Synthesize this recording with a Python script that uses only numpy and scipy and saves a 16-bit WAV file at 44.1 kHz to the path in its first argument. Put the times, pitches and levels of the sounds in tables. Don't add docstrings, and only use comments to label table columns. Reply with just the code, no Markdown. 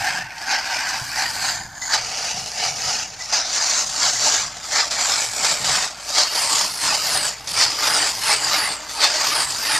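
import sys
import numpy as np
from scipy import signal
from scipy.fft import rfft, irfft, next_fast_len
from scipy.io import wavfile
from scipy.ndimage import map_coordinates

SR = 44100
rng = np.random.default_rng(int(sys.argv[2]) if len(sys.argv) > 2 else 0)


def digitize_waveform(pressure):
    field = np.atleast_2d(pressure).T
    bounded = np.clip(field, -1, 1)
    quanta = np.round(bounded * 32767).astype(np.int16)
    wavfile.write(sys.argv[1], SR, quanta)


N = 431738
TURN_S = 1.416
COVER_AT_S, COVER_WIDTH_S = 0.59, 0.11

# frequency in Hz, relative level in dB.
CORNER_VIEW = [(150, -38), (250, -13), (316, -13), (368, -29), (421, -8.5), (516, -14.5), (580, -7.5),
               (735, -3.5), (978, -9.5), (1300, -5.5), (3130, -9), (4930, -0.5), (7140, -5.5),
               (10500, -24.5), (14000, -33.5)]
# time in seconds, relative strength of the sweep in dB.
PLATES_PASSING = [(6.35, 4.5), (6.72, 2.5), (7.11, 6), (7.47, 3.5), (7.87, 5), (8.23, 5.5), (8.60, 7),
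                  (8.93, 3.5), (9.32, 6), (9.68, 7)]
# time in seconds, relative level in dB, t60 in seconds, hush before it in dB (below 0: a swell).
HARD_STRIKES = [(1.938, 0.5, 0.18, 1), (3.3263, -2, .12, 3), (3.5598, -6, 0.071, -0.5),
                (4.569, -11.5, 0.074, -1.5), (4.9092, 2, 0.22, 5.5), (5.4455, 4.5, .12, 1),
                (5.6441, -0.5, .1, 5), (6.1794, -3, 0.11, 1.5), (7.071, -5, 0.081, 0), (7.4739, -7, .1, 3),
                (7.871, 0, 0.081, 1)]


def roots(knock_db=-12, low_lag=0.41, low_db=-3.0):
    # frequency in Hz, side to mid in dB.
    stereo_width = [(3600, -80), (4000, -54), (4400, -78), (5200, -21), (6300, -9.5), (8000, -6.5),
                    (13000, -4.5)]
    frame = 1024
    sample_t = np.arange(N) / SR
    steps = np.arange(0, N / SR, .005)
    flow_db = np.interp(sample_t, steps, levels(steps)[1])
    clumps = unit(amp(1.0 * wobble(32) + 0.89 * wobble(140)))
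    mid = clumps * cascade(flow_db)
    side = clumps * cascade(flow_db)
    dry_click_db = [(450, 0), (700, -2.5), (2200, -1), (3600, 0)]
    mid = filtered(mid, lambda f: amp(along(dry_click_db, f)))
    mid = mid + amp(knock_db) * rings(rate=340, centre_hz=1750.0, spread=.45, t60=0.089, size_db=1.5)
    hush = amp(-hush_db(sample_t))
    hz, t, z = signal.stft(hush * [mid, side], SR, nperseg=frame)
    hz = hz[:, None]

    shifting_db = 2 * patches(hz, t, width_hz=330, rate=20) + 1.4 * patches(hz, t, width_hz=150, rate=3)
    shift_share = along([(600, 0.89), (1200, 0.55), (2500, 0.92), (5000, 1.0), (12000, 1.0)], hz)
    colour = amp(drum_colour(hz, t) + shifting_db * shift_share)

    registers_hz = [(500, 3200), (3800, 7600), (8500, 14000)]
    upper = along([(2800, 0.0038), (4200, 0.98)], hz)
    top = along([(7000, 0), (9200, 0.88)], hz)
    shares = [1 - upper, upper - top, top]
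    register_levels = levels(t)
    gain_db = 0
    for level_db, (low, high), share in zip(register_levels, registers_hz, shares):
        power = np.mean(colour ** 2 * (hz > low) * (hz < high), axis=0)
        gain_db = gain_db + share * (level_db - 10 * np.log10(power))
    bulk_share = along([(450, 0.56), (900, 0)], hz)
    gain_db = gain_db + bulk_share * (low_db - low_lag * (register_levels[0] + 28.0))

    mid_side_gain = np.array([np.ones_like(hz), amp(along(stereo_width, hz))])
    z = z * colour * amp(gain_db) * mid_side_gain
    mid, side = signal.istft(z, SR, nperseg=frame)[1][:, :N]
    return np.array([mid + side, mid - side])


def levels(t):
    # rise in seconds, swell over the hold in dB, decay in seconds, then relative levels in dB
    falls = [(.117, -5, .051, -24, -21, -39.5), (.008, -8, 1.6, -37.5, -30, -53),
             (.032, 0.75, .049, -21.5, -17.5, -37), (.086, 0, .057, -27.5, -23.5, -42.5),
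             (.071, 0.58, .042, -23.5, -20.5, -40)]
    # start of the hold in seconds,
    # hold in seconds, strength in dB, extra click and grit in dB.
    surges = [(0.082, 0.099, -2.5, -2.5), (0.384, 0.025, -2.0, 1.0), (0.513, 0.019, -2.5, -1.0),
              (0.718, 0.25, -3.0, -0.5), (1.198, 0.052, -1.0, -1.0), (1.46, 0.126, -1.5, 0.0),
              (1.82, 0.076, 4.5, 0.0), (1.934, 0.012, 2.5, -0.5), (2.154, 0.22, -1.0, 0.5),
              (2.624, 0.037, 1.5, 0.0), (2.897, 0.13, 1.0, 1.0), (3.208, 0.04, 3.5, 0.5),
              (3.343, 0.027, 1.5, -0.5), (3.554, 0.25, 1.0, 0.0), (4.04, 0.03, 1.0, 0.5),
              (4.282, 0.14, 0.5, 1.5), (4.64, 0.034, -2.5, -1.5), (4.753, 0.049, 0.0, -1.0),
              (4.991, 0.23, 1.0, 1.5), (5.45, 0.054, 0.0, 2.0), (5.722, 0.12, 1.0, -0.5),
              (6.094, 0.048, -1.5, -1.0), (6.174, 0.033, -1.0, 1.5), (6.381, 0.245, 0.5, 0.5),
              (6.889, 0.045, 1.0, -1.5), (7.141, 0.14, 0.5, 0.5), (7.475, 0.076, 1.0, 1.0),
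              (7.588, 0.044, 0.0, 1.0), (7.84, 0.21, 3.5, -1.5), (8.301, 0.032, 2.5, 0.0),
              (8.543, 0.15, 1.0, 0.0), (8.885, 0.03, -2, -1), (9.028, 0.023, -1.0, 0.5),
              (9.17, 0.24, -2.0, -0.5), (9.709, 0.047, -5.0, 0.0)]
    # relative levels of knock, click and grit in dB.
    slide_db = [-39.5, -32.5, -42.5]
    # knock, click and grit in dB.
    lull_db = [1, 14.5, 19]
    # time in seconds, knock, click and grit in dB.
    carry = [(0.0, 3.1, -1.68, 3), (0.7, 4.9, -1.35, -3), (1.4, -1.1, -2.0, 1.3), (2.3, -3, -3.5, -6),
             (3.0, -4.5, -2.5, -4.5), (4.1, -1.7, 3, -1.5), (5.2, -0.5, -1.82, 0), (6.2, 0.6, 2.5, 4.2),
             (7.2, -1.5, 1.2, 3), (8.4, 0.4, 1.1, 1), (9.79, 5.5, 6.0, 2.5)]
    # knock, click and grit, in dB per dB of its sweep.
    spray = [0, -.43, 1.5]

    lull = each_turn(t, at_s=.255, width_s=.13)
    power = amp(np.c_[slide_db] - np.c_[lull_db] * lull) ** 2
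    for k, (s, hold, strength_db, bright_db) in enumerate(surges):
        rise, swell, decay, knock_db, click_db, grit_db = falls[k % len(falls)]
        shape_db = strength_db + swell_db(t, s, rise, hold, decay) + swell * np.clip((t - s) / hold, 0, 1)
        fall_db = np.c_[[knock_db, click_db + bright_db, grit_db + bright_db]]
        power = power + amp(fall_db + shape_db) ** 2
    facing_db = sum(depth_db * bell(t, s + .06, .09) for s, depth_db in PLATES_PASSING)
    knock, click, grit = 10 * np.log10(power) + curves(carry, t) + np.c_[spray] * facing_db
    grit = grit + 1.5 * each_turn(t, at_s=1.09, width_s=0.099)
    grit = grit - 4.5 * each_turn(t, COVER_AT_S, COVER_WIDTH_S)
    return knock, click, grit


def cascade(flow_db, contacts=2400, rub_db=-6):
    rate = contacts * amp(.5 * (flow_db + 24))
    clicks = collisions(rate, size_db=4.5, click_t60=.004, drum_t60=.045, drum_db=-2)
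    return unit(clicks + amp(rub_db) * rng.standard_normal(N))


def collisions(rate, size_db, click_t60, drum_t60, drum_db, count=24):
    out = np.zeros(N)
    when = np.flatnonzero(rng.random(N) < rate / SR)
    size = amp(size_db * np.clip(rng.standard_normal(len(when)), -2, 2))
    size = size / np.sqrt(rate[when])
    kind = rng.integers(count, size=len(when))
    for k in range(count):
        signed = size * rng.choice([-1, 1], len(when))
        hits = np.bincount(when[kind == k], signed[kind == k], N)
        sound = burst(click_t60) + amp(drum_db) * burst(drum_t60)
        out += signal.oaconvolve(hits, sound)[:N]
    return unit(out)


def rings(rate, centre_hz, spread, t60, size_db):
    t = np.arange(int(t60 * SR)) / SR
    when = np.flatnonzero(rng.random(N) < rate / SR)
    pitch, size = np.clip(rng.standard_normal((len(when), 2)), -1.8, 1.8).T[:, :, None]
    hz = np.broadcast_to(centre_hz, N)[when, None] * np.exp(spread * pitch)
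    tones = amp(size_db * size - 60 * t / t60) * np.sin(2 * np.pi * hz * t)
    samples = when[:, None] + np.arange(len(t))
    return unit(np.bincount(samples.ravel(), tones.ravel(), N)[:N])


def drum_colour(hz, t):
    # frequency in Hz, relative level in dB.
    cupped_view = [(150, -47), (250, -11), (368, -17.5), (525, -21.5), (760, -2), (1240, -13), (1570, 2),
                   (1950, -6.5), (2390, -5), (3640, -16.5), (4760, -5), (6240, -11.5), (8030, -19),
                   (8880, -32.5), (14000, -39)]
    end_view = [(150, -49), (250, -7), (375, -56), (436, -2), (525, -15), (735, -1), (869, -4.5),
                (1080, -17), (1260, -8.5), (2020, -7), (2730, -3.5), (3640, -13), (5010, -1), (6670, -5.5),
                (14000, -36)]
    broadside_view = [(150, -52), (250, -22.5), (306, -12), (368, -22), (421, -10), (516, -18), (600, -11),
                      (884, -10.5), (1060, -12), (1200, -10), (3520, -10.5), (4850, 0.5), (5830, -5.5),
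                      (8450, -5.5), (14000, -21)]
    # time in seconds, place from 0 (cupped) over 1 (closed end) to 3 (broadside).
    walk = [(0, 0), (1.93, .15), (2.05, 1), (3.05, 1.1), (3.5, 1.9), (5.4, 2.1), (6.6, 2.9), (9.79, 3)]
    # time in seconds, frequency in Hz, strength in dB.
    rim = [(0, 8350, 2.5), (1.2, 8100, -0.5), (1.5, 6960, 1.5), (1.85, 6960, 15), (1.94, 6700, 0.5),
           (3.6, 6660, 3), (4.4, 7260, 4.5), (5.2, 7630, 8.5), (5.8, 7890, 5.5), (6.6, 7960, -1)]
    # time in seconds, half-width in seconds, frequency in Hz, depth in dB.
    hollow = [(1.78, 0.19, 2650, 21), (1.68, 0.3, 5540, 20)]
    # frequency in Hz, half-width in Hz, height in dB.
    shell = [(591, 31.5, 8), (715, 35, 6), (882, 31, 6.5), (1080, 200, 2), (4730, 340, 2.5)]
    # time in seconds, half-width in seconds, frequency in Hz, height in dB.
    swelling_bands = [(1.93, .2, 1300, 5.5), (2.4, .3, 2780, 3), (3.35, .15, 1390, 4.5),
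                      (4.06, 0.11, 2159, 6), (4.78, .1, 1900, 4), (5.3, .35, 2360, 5), (6.5, .18, 1000, 7)]

    place, = curves(walk, t)
    place = np.clip(place, 0, 3)
    db = 0
    for k, view in enumerate([cupped_view, end_view, CORNER_VIEW, broadside_view]):
        db = db + along(view, hz) * np.clip(1 - abs(place - k), 0, 1)
    db = db + sum(ridge_db * bell(hz, centre, width) for centre, width, ridge_db in shell)
    rim_hz, rim_db = curves(rim, t)
    db = db + rim_db * (bell(hz, rim_hz, 690) - 0.5 * bell(hz, rim_hz + 950, 700))
    for s, length, centre, depth_db in hollow:
        db = db - depth_db * bell(t, s, length) * bell(hz, centre, 340)
    db = db - 6 * each_turn(t, COVER_AT_S, COVER_WIDTH_S) * along([(5900, 0), (7200, 1)], hz)
    db = db + 0.02 * (levels(t)[1] + 29) * bell(hz, 4740, 520)
    for s, length, centre, swell_height_db in swelling_bands:
        db = db + swell_height_db * bell(t, s, length) * bell(hz, centre, 150)
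    return db + plate_sweeps(hz, t)


def plate_sweeps(hz, t, lag=9.1e-5, lag_rate=0.00022):
    db = 0
    for s, depth_db in PLATES_PASSING:
        cycles = hz * (lag + lag_rate * (t - s))
        peak_and_dip = 1.6 * bell(cycles, 1, .1) - .7 * bell(cycles, .66, .2)
        db = db + depth_db * bell(t, s + .05, .22) * peak_and_dip
    return db * np.clip((hz - 4800) / 1500, 0, 1)


def patches(hz, t, width_hz, rate):
    at = np.broadcast_arrays(hz / width_hz, t * rate)
    knots = rng.standard_normal((int(at[0].max()) + 3, int(at[1].max()) + 3))
    return map_coordinates(knots, at)


def hush_db(t, hang_s=.035):
    return sum(depth_db * bell(t, s, hang_s) * (t < s) for s, _, _, depth_db in HARD_STRIKES)


def strikes(strike_db=16):
    out = np.zeros(N)
    for s, peak_db, t60, _ in HARD_STRIKES:
        add(out, s, amp(peak_db + strike_db) * burst(t60))
    return filtered(out, lambda hz: amp(along(CORNER_VIEW, hz)))


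def boom(boom_db=-1.0, rumble_db=-52, follow=0.43, rest_db=-54, heave_db=3.5, heave_at_s=1.23):
    # time in seconds, relative level in dB, centre pitch in Hz (gliding from row to row).
    thumps = [(.02, -40.5, 128), (.2, -43, 160), (1.02, -40.5, 119), (1.42, -41, 116), (1.63, -40, 127),
              (2.02, -47, 127), (2.28, -49, 175), (2.39, -41, 130.9), (2.75, -42, 126.1), (2.87, -41, 136),
              (3.0, -46, 148.2), (3.71, -58, 175), (4.25, -42, 121.4), (4.45, -46, 129.1), (5.48, -46, 156),
              (5.69, -35.5, 143), (6.54, -52, 147.9), (6.9, -43.5, 139), (7.16, -42, 127),
              (7.6, -38.5, 118.9), (7.9, -46, 130.3), (8.3, -52, 140), (8.51, -45.5, 146),
              (8.64, -45, 179.5), (9.44, -38.5, 142), (9.78, -47, 147.9)]
    # frequency in Hz, relative level in dB.
    rumble_colour = [(20, -22), (38, -22), (50, 0), (80, -0.5), (105, 1.5), (125, 7), (165, -13),
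                     (205, -3.5), (240, -4.5), (305, -2), (430, -11.5), (700, -22)]
    t, sample_t = np.arange(0, N / SR, .005), np.arange(N) / SR
    power = amp(rest_db + heave_db * np.cos(2 * np.pi * (t - heave_at_s) / TURN_S)) ** 2
    for s, db, _ in thumps:
        power = power + amp(db + swell_db(t, s, rise=0.078, hold=0, decay=0.067)) ** 2
    level_db = np.interp(sample_t, t, 10 * np.log10(power))
    pitch_hz = curves(thumps, sample_t)[1]
    thuds = rings(rate=70, centre_hz=pitch_hz, spread=0.252, t60=0.2, size_db=2.5)
    rumble = unit(filtered(rng.standard_normal(N), lambda hz: amp(along(rumble_colour, hz))))
    return amp(level_db + boom_db) * thuds + amp(rumble_db + follow * (level_db + 50.0)) * rumble


def latch(ring_db=-5, tick_db=1):
    # time in seconds, relative level in dB.
    drops = [(.41, -31), (1.819, -13.5), (3.205, -19), (4.634, -29), (6.06, -40), (7.472, -36),
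             (8.89, -38.5)]
    # mean frequency in Hz, mean relative level in dB, t60 in seconds.
    modes = [(1309.6, -12, 0.062), (2010, 4, 0.11), (3600, -9.5, 0.033), (5300, -10, 0.067),
             (6700, -15, 0.069)]
    out, t = np.zeros(N), np.arange(SR // 4) / SR
    for s, peak_db in drops:
        ring = 0
        for hz, db, t60 in modes:
            decay = amp(db + rng.normal(0, 1) - 60 * t / t60)
            ring = ring + decay * np.sin(2 * np.pi * hz * rng.normal(1, 0.0061) * t)
        add(out, s, amp(peak_db + ring_db) * ring * (1 - np.exp(-t / .002)))
        add(out, s, amp(peak_db + tick_db) * burst(.04))
    colour = [(400, -22), (900, -13), (6800, 5.0), (10000, -18)]  # (Hz, dB)
    return filtered(out, lambda hz: amp(along(colour, hz)))


def tractor(hum_db=-1, clatter_db=-47):
    # time in seconds, firing rate in Hz, relative level of the hum in dB.
    engine = [(0, 49, -60.5), (3.5, 49.46, -57.5), (9.79, 48.95, -57)]
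    # multiple of the four-stroke cycle, relative level in dB.
    orders = [(2, -23), (3, 1.5), (4, -7), (5, -4), (6, -9), (9, -20), (12, -4.5)]
    firing_hz, level_db = curves(engine, np.arange(N) / SR)
    firings = np.cumsum(firing_hz) / SR
    cycle = 2 * np.pi * firings / 3
    hum = 0
    for k, db in orders:
        hum = hum + amp(db + 0.75 * wobble(6.4)) * np.sin(round(k) * cycle + rng.uniform(0, 2 * np.pi))
    puffs = np.exp(-2.5 * (firings % 1)) * rng.standard_normal(N)
    colour = [(60, -18), (150, -9), (400, -19.0), (800, 6.0), (2000, -11.0), (6000, -3), (12000, -40)]
    clatter = filtered(puffs, lambda hz: amp(along(colour, hz)))
    return amp(level_db + hum_db) * np.sqrt(2) * hum + amp(clatter_db) * unit(clatter)


def amp(db):
    return 10 ** (np.asarray(db) / 20)


def unit(x):
    return x / np.sqrt(np.mean(x ** 2) + 1e-20)


def along(points, hz):
    f, v = np.transpose(points)
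    return np.interp(np.log(hz + 1), np.log(f + 1), v)


def curves(rows, t):
    s, *cols = np.transpose(rows)
    return [np.interp(t, s, c) for c in cols]


def bell(x, centre, width):
    return np.exp(-((x - centre) / width) ** 2)


def each_turn(t, at_s, width_s):
    return bell((t - at_s + TURN_S / 2) % TURN_S - TURN_S / 2, 0, width_s)


def swell_db(t, s, rise, hold, decay):
    return -20 / np.log(10) * (np.maximum(s - t, 0) / rise + np.maximum(t - s - hold, 0) / decay)


def wobble(rate):
    knots = rng.standard_normal(int(N * rate / SR) + 4)
    return map_coordinates(knots, [np.arange(N) * rate / SR])


def filtered(x, response):
    size = next_fast_len(N + SR // 2)
    return irfft(rfft(x, size) * response(np.fft.rfftfreq(size, 1 / SR)), size)[..., :N]


def burst(t60):
    t = np.arange(SR // 8) / SR
    puff = rng.standard_normal(len(t)) * amp(-60 * t / t60)
    return puff / np.linalg.norm(puff)


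def add(track, s, sound):
    part = track[max(round(s * SR), 0):][:len(sound)]
    part += sound[:len(part)]


def scene():
    return roots() + strikes() + boom() + latch() + tractor()


def record(dry, dip_hz=372, dip_width_hz=19, top_hz=14200):
    mid = dry.mean(axis=0)
    excess = mid - mid / (1 + (mid / .65) ** 6) ** (1 / 6)
    return filtered(dry - excess, lambda hz: (1 - 0.8 * bell(hz, dip_hz, dip_width_hz)) * (hz < top_hz))


dry = scene()
out = record(dry)
digitize_waveform(out)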